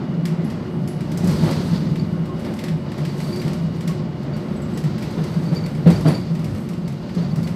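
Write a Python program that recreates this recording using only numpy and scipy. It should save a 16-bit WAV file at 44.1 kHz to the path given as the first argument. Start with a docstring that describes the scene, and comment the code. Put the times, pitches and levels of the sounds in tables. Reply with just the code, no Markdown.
"""Rolling rumble inside a diesel railcar in a yard: shaped noise, with narrow noise booming on low body modes.
Loose parts hiss and tick as noise bands and bursts; fittings ping as sines with wandering pitch.
Wheels knock over joints and points as juddering sines, ringing body resonances and noise clatter.
A rubbing part squeaks in rough harmonic tones, and a faint gear whine sinks as the car slows."""
import sys
import numpy as np
from scipy import signal
from scipy.fft import rfft, irfft
from scipy.io import wavfile

SR = 44100
rng = np.random.default_rng(int(sys.argv[2]) if len(sys.argv) > 2 else 0)


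def master_out(mix):
    """Clip the mix to full scale and print it as 16-bit PCM to the path in sys.argv[1]."""
    frames = np.transpose(np.atleast_2d(mix))
    ceiling = np.clip(frames, -1, 1)
    pcm = np.round(ceiling * 32767).astype(np.int16)
    wavfile.write(sys.argv[1], SR, pcm)


N = 332955  # samples


def from_db(db):
    """Turn decibels into an amplitude gain."""
    return 10 ** (np.asarray(db) / 20)


def rms_one(x):
    """Scale to rms 1."""
    return x / np.sqrt(np.mean(x ** 2) + 1e-20)


def in_time(rows):
    """Draw every automation column as straight lines between its points."""
    s, *columns = np.transpose(rows)
    return [np.interp(np.arange(N) / SR, s, column) for column in columns]


def coloured(spectrum):
    """Shape white noise with a spectrum drawn over log frequency, at rms 1."""
    hz, db = np.transpose(spectrum)
    f = np.maximum(np.fft.rfftfreq(N, 1 / SR), 1)
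    shape_db = np.interp(np.log(f), np.log(hz), db, left=-99, right=-99)
    return rms_one(irfft(rfft(rng.standard_normal(N)) * from_db(shape_db), N))


def band_of(x, low_hz, high_hz):
    """Steep band-pass."""
    sos = signal.butter(3, [low_hz, high_hz], "band", fs=SR, output="sos")
    return signal.sosfilt(sos, x)


def drift(rate):
    """Slow random modulation with spread 1: smoothed noise on a 40-sample grid; a higher rate moves faster."""
    r = np.exp(-80 * np.pi * rate / SR)
    steps = rng.standard_normal(N // 40 + 2002)
    slow = signal.lfilter([1], [1, -2 * r, r * r], steps)[2000:]  # the filter has settled
    return np.interp(np.arange(N) / 40, np.arange(len(slow)), rms_one(slow))


def resonate(x, modes):
    """Sum parallel resonances with alternating signs; each peaks at its own level."""
    out = 0
    for k, (hz, width, db) in enumerate(modes):
        r = np.exp(-np.pi * width / SR)
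        a = [1, -2 * r * np.cos(2 * np.pi * hz / SR), r * r]
        b = [(1 - r * r) / 2, 0, -(1 - r * r) / 2]
        out = out + (-1) ** k * from_db(db) * signal.lfilter(b, a, x + 1e-18)
    return out


def bursts(times, gains, rise_s, t60s):
    """Envelope of hits that rise, then die away by 60 dB per t60; overlapping powers add."""
    power = np.zeros(N)
    for s, gain, t60 in zip(times, gains, np.broadcast_to(t60s, len(times))):
        i = round(s * SR)
        t = np.arange(min(N - i, round(t60 * SR))) / SR
        power[i:i + len(t)] += (gain * (1 - np.exp(-t / rise_s)) * from_db(-60 * t / t60)) ** 2
    return np.sqrt(power)


# how hard the track shakes the car, before jolts and trims:
# time_s [s], rattle_db [dB], bright_db [dB], roll_db [dB]
TRACK_SHAKE = [(0, -51.5, -68, -32), (.29, -54, -69, -35), (.45, -49.5, -65, -32), (.85, -54.5, -66, -36),
               (1.16, -47.5, -62, -33), (1.33, -40.5, -48.5, -29), (1.55, -38, -50.5, -30.5),
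               (1.8, -42, -56.5, -33.5), (2.0, -50, -64, -35), (2.33, -53, -66, -34), (2.46, -48, -59, -33),
               (2.75, -55, -65, -36), (2.94, -47.5, -65, -33.5), (3.28, -44.5, -52, -34),
               (3.45, -44, -56, -34), (3.62, -49, -62, -35), (4.14, -51, -70, -35.5), (4.5, -51, -63, -32),
               (4.72, -48.5, -60, -32.5), (4.85, -48, -63, -34.5), (5.19, -45, -57.5, -32.5),
               (5.8, -50, -60, -34), (6.1, -44.5, -54, -34), (6.3, -49, -63.5, -36.5),
               (6.55, -50, -57, -33.5), (6.82, -52, -67, -37.5), (7.2, -47.5, -62, -35.5),
               (7.55, -52, -61, -34.5)]
# share of a jolt reaching the rattle wash, bright wash and rolling noise: share [ratio]
JOLT_REACH = [1.03, 0.89, 0.91]


def shaking(jolt_db):
    """Track shaking sets the rattle, bright and rolling levels, and each jolt pushes them up."""
    return [db + share * jolt_db for db, share in zip(in_time(TRACK_SHAKE), JOLT_REACH)]


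# car-body resonances: pitch_hz [Hz], width_hz [Hz], level_db [dB]; knocks ring the third and up
BODY_MODES = [(146.9, 18.7, -3), (165.4, 20, 1.5), (215.7, 31.8, -4.5), (315, 67, -7.5), (350, 77, -30),
              (510, 100, -25.5), (653, 33, -10)]
# spectrum of the rolling noise: freq_hz [Hz], level_db [dB per Hz]
ROLL_COLOUR = [(110, -31), (190, 1), (275, -9), (363, -7.5), (431, -13.5), (596, -13), (684, -19.5),
               (1420, -25), (1680, -31.5), (1980, -28.5), (2550, -35.5), (3000, -36), (3900, -44),
               (6600, -120)]
# spectrum of the deep rumble: freq_hz [Hz], level_db [dB per Hz]
DEEP_COLOUR = [(29, -47), (50, -12), (113, 2), (130, -12), (170, -30), (290, -120)]
# spectrum of the steady sub-bass rumble under the car: freq_hz [Hz], level_db [dB per Hz]
SUB_COLOUR = [(12, -43), (20, -15), (55, -2), (72, -24), (120, -120)]
# drawn swells of the low body boom, rising and falling by chance:
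# time_s [s], level_db [dB], upper_lead_db [dB, upper mode over lower]
BOOM_SWELLS = [(0, -29.5, -4), (.12, -22.5, 9), (.29, -30, 13), (.45, -22, 9), (.65, -35.5, -1),
               (.78, -22.5, -1), (1.1, -29.5, 4), (1.35, -25.5, 3), (1.65, -29.5, 1.5), (1.95, -21, 2.5),
               (2.25, -29.5, 2.5), (2.55, -36.5, -3.5), (2.75, -24, 5), (2.9, -32, -4), (3.1, -27, -3),
               (3.4, -32.5, 1), (3.7, -23.5, 0.5), (4.1, -30.5, -1.5), (4.35, -34, -5), (4.65, -33, -3.5),
               (4.8, -28, -8.5), (5.05, -33, -11), (5.5, -25, 7.5), (5.8, -31.5, -7), (6.2, -24, 3.5),
               (6.55, -34.5, -2.5), (6.85, -24.5, -1.5), (7.05, -36, -5.5), (7.35, -24, -0.5),
               (7.55, -30.5, 6)]
# deep rumble: time_s [s], level_db [dB]
DEEP_RUMBLE = [(0.0, -53), (0.23, -43), (0.69, -37), (0.73, -48), (1.32, -28), (2.27, -38), (5.84, -34.5),
               (5.86, -25.5), (6.35, -38.5), (6.54, -26), (6.6, -36), (7.08, -38), (7.47, -33), (7.55, -41)]
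SUB_DB, BOOM_TOP_DB = -53.5, -20.5  # the top is a ceiling on each mode's level
BOOM_TRADE_DB, BOOM_TRADE_RATE = 2.5, 6.6  # chance also trades the boom between the two modes


def rolling(roll_db):
    """Broad rolling noise over deep and steady sub-bass rumble, with narrow noise swelling on three body modes."""
    (boom_db, lead_db), (deep_db,) = in_time(BOOM_SWELLS), in_time(DEEP_RUMBLE)
    trade_db = lead_db / 2 + BOOM_TRADE_DB * drift(BOOM_TRADE_RATE)
    mode_levels = [boom_db - trade_db - 0.5, boom_db + trade_db - 0.5, roll_db + 1.5]
    out = from_db(deep_db) * coloured(DEEP_COLOUR) + from_db(SUB_DB) * coloured(SUB_COLOUR)
    for db, (hz, width, _) in zip(mode_levels, BODY_MODES):
        narrow = resonate(rng.standard_normal(N), [(hz, 0.91 * width, 0)])
        boom = resonate(narrow, [(hz, 5.7 * width, 0)])
        out += from_db(np.minimum(db, BOOM_TOP_DB)) * rms_one(boom)
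    roll = coloured(ROLL_COLOUR)
    roll = roll / np.std(band_of(roll, 300, 1500))  # levelled by its midrange
    return out + from_db(roll_db - 1.5 + .6 * drift(10)) * roll


# spectrum of the rattle wash: freq_hz [Hz], level_db [dB per Hz]
RATTLE_COLOUR = [(530, -16), (900, -2), (1080, -6), (1160, -9.5), (1660, -8.5), (2070, -10), (2700, -12),
                 (4670, -6), (5760, -15.5), (6970, -20), (8000, -25.5), (10400, -72), (17600, -120)]
# spectrum of the bright wash: freq_hz [Hz], level_db [dB per Hz]
BRIGHT_COLOUR = [(3240, -36), (5500, -12), (5870, -9.5), (6300, -8), (6810, -18), (8330, -5), (8930, -14),
                 (11500, -10.5), (14000, -19), (15600, -19)]


def washes(rattle_db, bright_db):
    """Many small unresolved rattles merge into uneven hiss, made as two coloured noises."""
    rattle = coloured(RATTLE_COLOUR) * from_db(rattle_db + 1.2 * drift(19))
    bright = coloured(BRIGHT_COLOUR) * from_db(bright_db + 1.2 * drift(9))
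    return rattle + bright


# gear mesh before flicker: time_s [s], pitch_hz [Hz], level_db [dB rms]
GEAR_WHINE = [(0, 2883, -59.5), (0.6, 2890, -60.5), (3.3, 2889, -58.5), (4.4, 2873, -61),
              (5.8, 2852, -62.5), (7.55, 2813, -63)]
# shaft orders before flicker: pitch_multiple [ratio to mesh], level_db [dB over mesh]
SHAFT_ORDERS = [(5 / 48, 14), (1 / 8, 19), (5 / 24, 9), (1 / 4, 3), (29 / 96, 3), (3 / 8, 2)]


def drive():
    """Gear mesh tone and low shaft orders share one speed and level curve, each flickering."""
    hz, db = in_time(GEAR_WHINE)
    phase = 2 * np.pi * np.cumsum(hz) / SR
    out = from_db(.8 * drift(7)) * np.sin(phase + 1.1 * drift(9))
    for multiple, hum_db in SHAFT_ORDERS:
        flicker = from_db(hum_db + 3.15 * drift(8.1))
        out += flicker * np.sin(multiple * phase + 1.17 * drift(4.3))
    return np.sqrt(2) * from_db(db) * out  # sine peak from rms


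# two faint narrow hisses before flicker: time_s [s], lower_db [dB rms], upper_db [dB rms]
HISS_LEVELS = [(4.7, -90, -95), (4.85, -68, -73), (5.7, -69, -75), (5.85, -80, -90), (7.0, -80, -90),
               (7.15, -70, -77), (7.55, -70, -77)]
# their resonances: pitch_hz [Hz], width_hz [Hz], level_db [dB]
HISS_RESONANCES = [(6155, 110, 0), (14350, 900, 0)]


def thin_hiss():
    """Noise passes twice through each narrow resonance, and its level flickers."""
    out, noise = 0, rng.standard_normal(N)
    for db, mode in zip(in_time(HISS_LEVELS), HISS_RESONANCES):
        narrow = rms_one(resonate(resonate(noise, [mode]), [mode]))
        out = out + from_db(db + 1.5 * drift(8)) * narrow
    return out


# trim ticks before trims: start_s [s], level_db [dB], dull_db [dB, low band against level_db]
TRIM_TICKS = [(0.2528, -29, 0.5), (0.4439, -44, -13), (0.4998, -37, 2), (0.8746, -33, -5),
              (1.0062, -38.5, 2.5), (1.1165, -35.5, 0.5), (1.1736, -28, -10), (1.2421, -32, -13),
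              (1.272, -26.5, -12), (1.3094, -32, -4.5), (1.4365, -39, -4), (1.509, -28.5, -0.5),
              (1.956, -39, 4.5), (2.2538, -43, 2), (2.394, -41, 0), (2.4471, -38.5, 4), (2.5366, -38.5, -2),
              (2.5651, -42, 1), (2.5885, -33.5, 3), (2.6379, -31.5, 1.5), (2.6822, -35.5, 4.5),
              (2.917, -40, 4), (2.9796, -37, 1.5), (3.0496, -33, 1.5), (3.1787, -39, -6), (3.2021, -33, 1),
              (3.3583, -34, -7), (3.4146, -36, 3), (3.479, -36.5, 3), (3.5313, -35, -1), (3.7594, -45, 0),
              (3.807, -36, -1), (3.875, -27.5, -1.5), (4.23, -45, -4), (4.3638, -39.5, 3), (4.564, -50, -6),
              (4.6189, -42, -8), (4.7731, -30.5, -4), (4.8374, -36, 2), (4.9799, -37, 3.5),
              (5.0223, -33, 2.5), (5.1063, -39, -8), (5.238, -35, -1), (5.3398, -41, -5), (5.4321, -44, -8),
              (5.5468, -37, -6), (5.661, -36, 2.5), (5.7485, -41, 1), (5.8721, -33, -6), (5.901, -27, -1.5),
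              (6.0077, -37, -15), (6.0798, -28.5, 2), (6.35, -39.5, 2), (6.3919, -42, 3),
              (6.443, -34.5, -1), (6.5465, -41.5, -1), (6.58, -45, -7), (6.688, -35.5, -3), (6.733, -43, 2),
              (6.7775, -48, -12), (6.8773, -36.5, -2), (6.922, -45, -1), (7.093, -47, 6),
              (7.1472, -40.5, -2), (7.3578, -36, -5), (7.429, -37, -1), (7.472, -34.5, 1)]
# spectrum of the ticks: freq_hz [Hz], level_db [dB per Hz]
TICK_SPECTRUM = [(760, -27), (1300, -7), (2030, 0.5), (3080, -7.5), (4970, -7), (6660, -15.5), (7700, -12),
                 (9090, -17.5), (11000, -12), (13900, -18), (15600, -18)]


def ticks():
    """Each tick of loose trim is a snap and a gritty crack with a diffuse cabin tail, shorter in the treble."""
    s, level_db, dull_db = np.transpose(TRIM_TICKS)
    grit = from_db(3.5 * rng.standard_normal(N // 12 + 1).repeat(12)[:N])  # uneven micro-contacts
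    noise, out = coloured(TICK_SPECTRUM), 0
    # low edge Hz, high edge Hz, trim dB, tail t60 s
    bands = [(910, 4600, dull_db - 1.5, 0.43), (5200, 8730, -6.5, 0.38), (9700, 15100, -12, 0.27)]
    for low_hz, high_hz, db, t60 in bands:
        snap = bursts(s + 0.0027, from_db(level_db + db - 1.0), 0.00054, 0.0058)
        crack = bursts(s, from_db(level_db + db), 0.0012, 0.048)
        tail = bursts(s, from_db(level_db + db - 9.0), 0.0025, t60)
        gritty = rms_one(band_of(noise * grit, low_hz, high_hz))
        diffuse = rms_one(band_of(noise[::-1], low_hz, high_hz))
        out = out + gritty * np.hypot(snap, crack) + diffuse * tail
    return out


# pings of fittings before make-up gain:
# start_s [s], level_db [dB], pitch_hz [Hz], wander_hz [Hz, rms pitch drift], t60_s [s]
FITTING_PINGS = [(2.292, -41.5, 1070, 6, 0.25), (3.892, -40.5, 1100, 6.6, 0.2),
                 (4.562, -56, 8000, 140, 0.13), (4.615, -57, 7850, 120, .2), (4.617, -59.5, 7460, 80, .25),
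                 (4.735, -53, 7850, 120, .12), (6.073, -48, 9850, 220, 0.32), (6.08, -58, 14300, 450, .3),
                 (0.445, -56.5, 10900, 500, 0.19), (0.877, -51, 10600, 710, 0.31)]


def pings():
    """Each ping is one fitting ringing, more or less evenly, near its own pitch."""
    out, t = 0, np.arange(N) / SR
    for s, db, hz, wander_hz, t60 in FITTING_PINGS:
        tone = np.sin(2 * np.pi * (hz * t + np.cumsum(wander_hz * drift(196)) / SR))
        out = out + tone * bursts([s], [from_db(db + 8.0)], 0.0025, t60)
    return out


# wheels on joints, before small time offsets and level trims:
# start_s [s], level_db [dB], clatter_db [dB], judder_hz [Hz], judder_s [s, time until the fade]
WHEEL_KNOCKS = [(1.235, -8.5, -39, 177, 0.07), (1.269, -9, -32, 146.5, 0.024),
                (1.426, -4.5, -26, 161.4, 0.019), (1.479, -13, -21.5, 157, 0.022),
                (1.73, -8.5, -47, 179, 0.046), (2.47, -29, -26, 165, 0.03), (3.449, -8, -38, 153.5, 0.014),
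                (4.259, -19, -33, 147, 0.049), (5.172, -13, -25.5, 159.6, 0.041),
                (5.416, -17, -48, 182, 0.021), (5.518, -7, -27.5, 167.3, 0.021),
                (5.864, 4.5, -15, 169.6, 0.023), (6.056, -2, -15.5, 159, 0.012),
                (6.081, -5.5, -24.5, 149, 0.018), (7.167, -10.5, -30.5, 171.7, 0.054),
                (7.379, -11, -36, 163.6, 0.021)]


def knocks():
    """The floor judders and dies away, the blow rings the body modes, and the bogie clatters with it."""
    s, _, clatter_db = np.transpose(WHEEL_KNOCKS)[:3]
    judder, blows = np.zeros(N), np.zeros(N)
    for start, db, _, hz, judder_s in WHEEL_KNOCKS:
        i, t = round((start - .003) * SR), np.arange(round(.17 * SR)) / SR
        fade = from_db(-60 * np.maximum(t - judder_s, 0) / 0.19)
        envelope = np.minimum(t / 0.0086, 1) * fade
        judder[i:i + len(t)] -= from_db(db - 5.0) * envelope * np.sin(2 * np.pi * hz * t)
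        blows[i] = from_db(db + 34.0)
    # a soft, wide contact
    blows = signal.sosfilt(signal.butter(2, 700, fs=SR, output="sos"), blows)
    clatter_colour = [(250, 16.0), (330, 11.5), (400, 6.0), (500, 5.5), (650, 0.5),
                      (900, -4), (1500, -13.5), (5000, -27)]  # Hz, dB per Hz
    clatter = rms_one(band_of(coloured(clatter_colour), 248, 7600))
    clatter = clatter * bursts(s - .008, from_db(clatter_db + 4.0), 0.013, 0.32)
    return judder + resonate(blows, BODY_MODES[2:]) + clatter


def jolts():
    """Every knock shakes the fittings loose for a moment: a decaying lift in dB, scaled by its strength."""
    s, level_db = np.transpose(WHEEL_KNOCKS)[:2]
    return 9 * bursts(s, from_db(level_db), 0.0088, 0.49)  # 9 dB for a 0 dB knock, before its rise


# squeaks of a rubbing part, before trims:
# start_s [s], level_db [dB], pitch_hz [Hz, strongest partial before waver]
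RUB_SQUEAKS = [(1.767, -32, 4620), (1.995, -33.5, 4600), (3.098, -35, 4590), (3.142, -44, 4550),
               (3.241, -34, 4580), (3.262, -38, 4520), (3.2844, -38, 4500), (3.326, -26.5, 4650),
               (3.359, -27.5, 4600), (3.397, -30, 4770), (4.336, -31.5, 4580), (5.34, -40, 4630),
               (5.452, -34, 4570), (5.487, -34, 4620), (5.559, -22.5, 4580), (5.606, -39, 4600),
               (5.6409, -27.5, 4550), (5.68, -42, 4500), (5.907, -33, 4700), (5.9229, -30, 4560),
               (5.954, -28, 4640), (6.034, -44, 4560), (6.069, -23, 4590), (6.098, -31, 4480),
               (6.141, -22.5, 4590), (6.1724, -28, 4600), (6.196, -34, 4730), (6.267, -37, 4600),
               (6.8506, -43, 4530), (7.177, -37, 4200), (7.222, -33, 4620), (7.2494, -41, 4590),
               (7.31, -37.5, 4560), (7.439, -31.5, 4560)]
# partials: slip_multiple [ratio to slip rate], level_db [dB]
SLIP_PARTIALS = [(1, -8), (2, 2.5), (3, -16), (5, -24)]
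SQUEAK_S = 0.015  # length before the fade


def squeaks():
    """Rough stick-slip tones waver and throb at random, stop short and linger faintly."""
    out, waver, throb = np.zeros(N), drift(150), from_db(4.0 * drift(150))
    for s, level_db, hz in RUB_SQUEAKS:
        i = round((s - .003) * SR)
        t = np.arange(min(round(.12 * SR), N - i)) / SR
        # the slip rate is half the listed pitch, so the second partial lands on it
        slips = np.pi * np.cumsum(hz * (1 + .011 * waver[i:i + len(t)])) / SR
        after = np.maximum(t - SQUEAK_S, 0)
        fade = .75 * from_db(-60 * after / .05) + .25 * from_db(-60 * after / .25)
        envelope = np.minimum(t / .004, 1) * fade
        tone = sum(from_db(db) * np.sin(k * slips) for k, db in SLIP_PARTIALS)
        out[i:i + len(t)] += from_db(level_db - 13.0) * envelope * tone
    return out * throb


def scene():
    """Mix everything heard from a seat, with jolts lifting the rolling noise and the washes."""
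    rattle_db, bright_db, roll_db = shaking(jolts())
    track = rolling(roll_db) + knocks()
    loose_parts = washes(rattle_db, bright_db) + ticks() + pings() + squeaks()
    return (track + loose_parts + thin_hiss() + drive())[None]


def record(dry):
    """The small microphone loses the deepest bass, peaks are rounded toward full scale, the top is cut."""
    heard = signal.sosfilt(signal.butter(2, 22, "high", fs=SR, output="sos"), dry)
    rounded = heard / (1 + np.abs(heard) ** 6) ** (1 / 6)
    top_cut = signal.ellip(14, .3, 70, 15770, fs=SR, output="sos")  # cutoff in Hz
    return signal.sosfilt(top_cut, rounded)


dry = scene()
out = record(dry)
master_out(out)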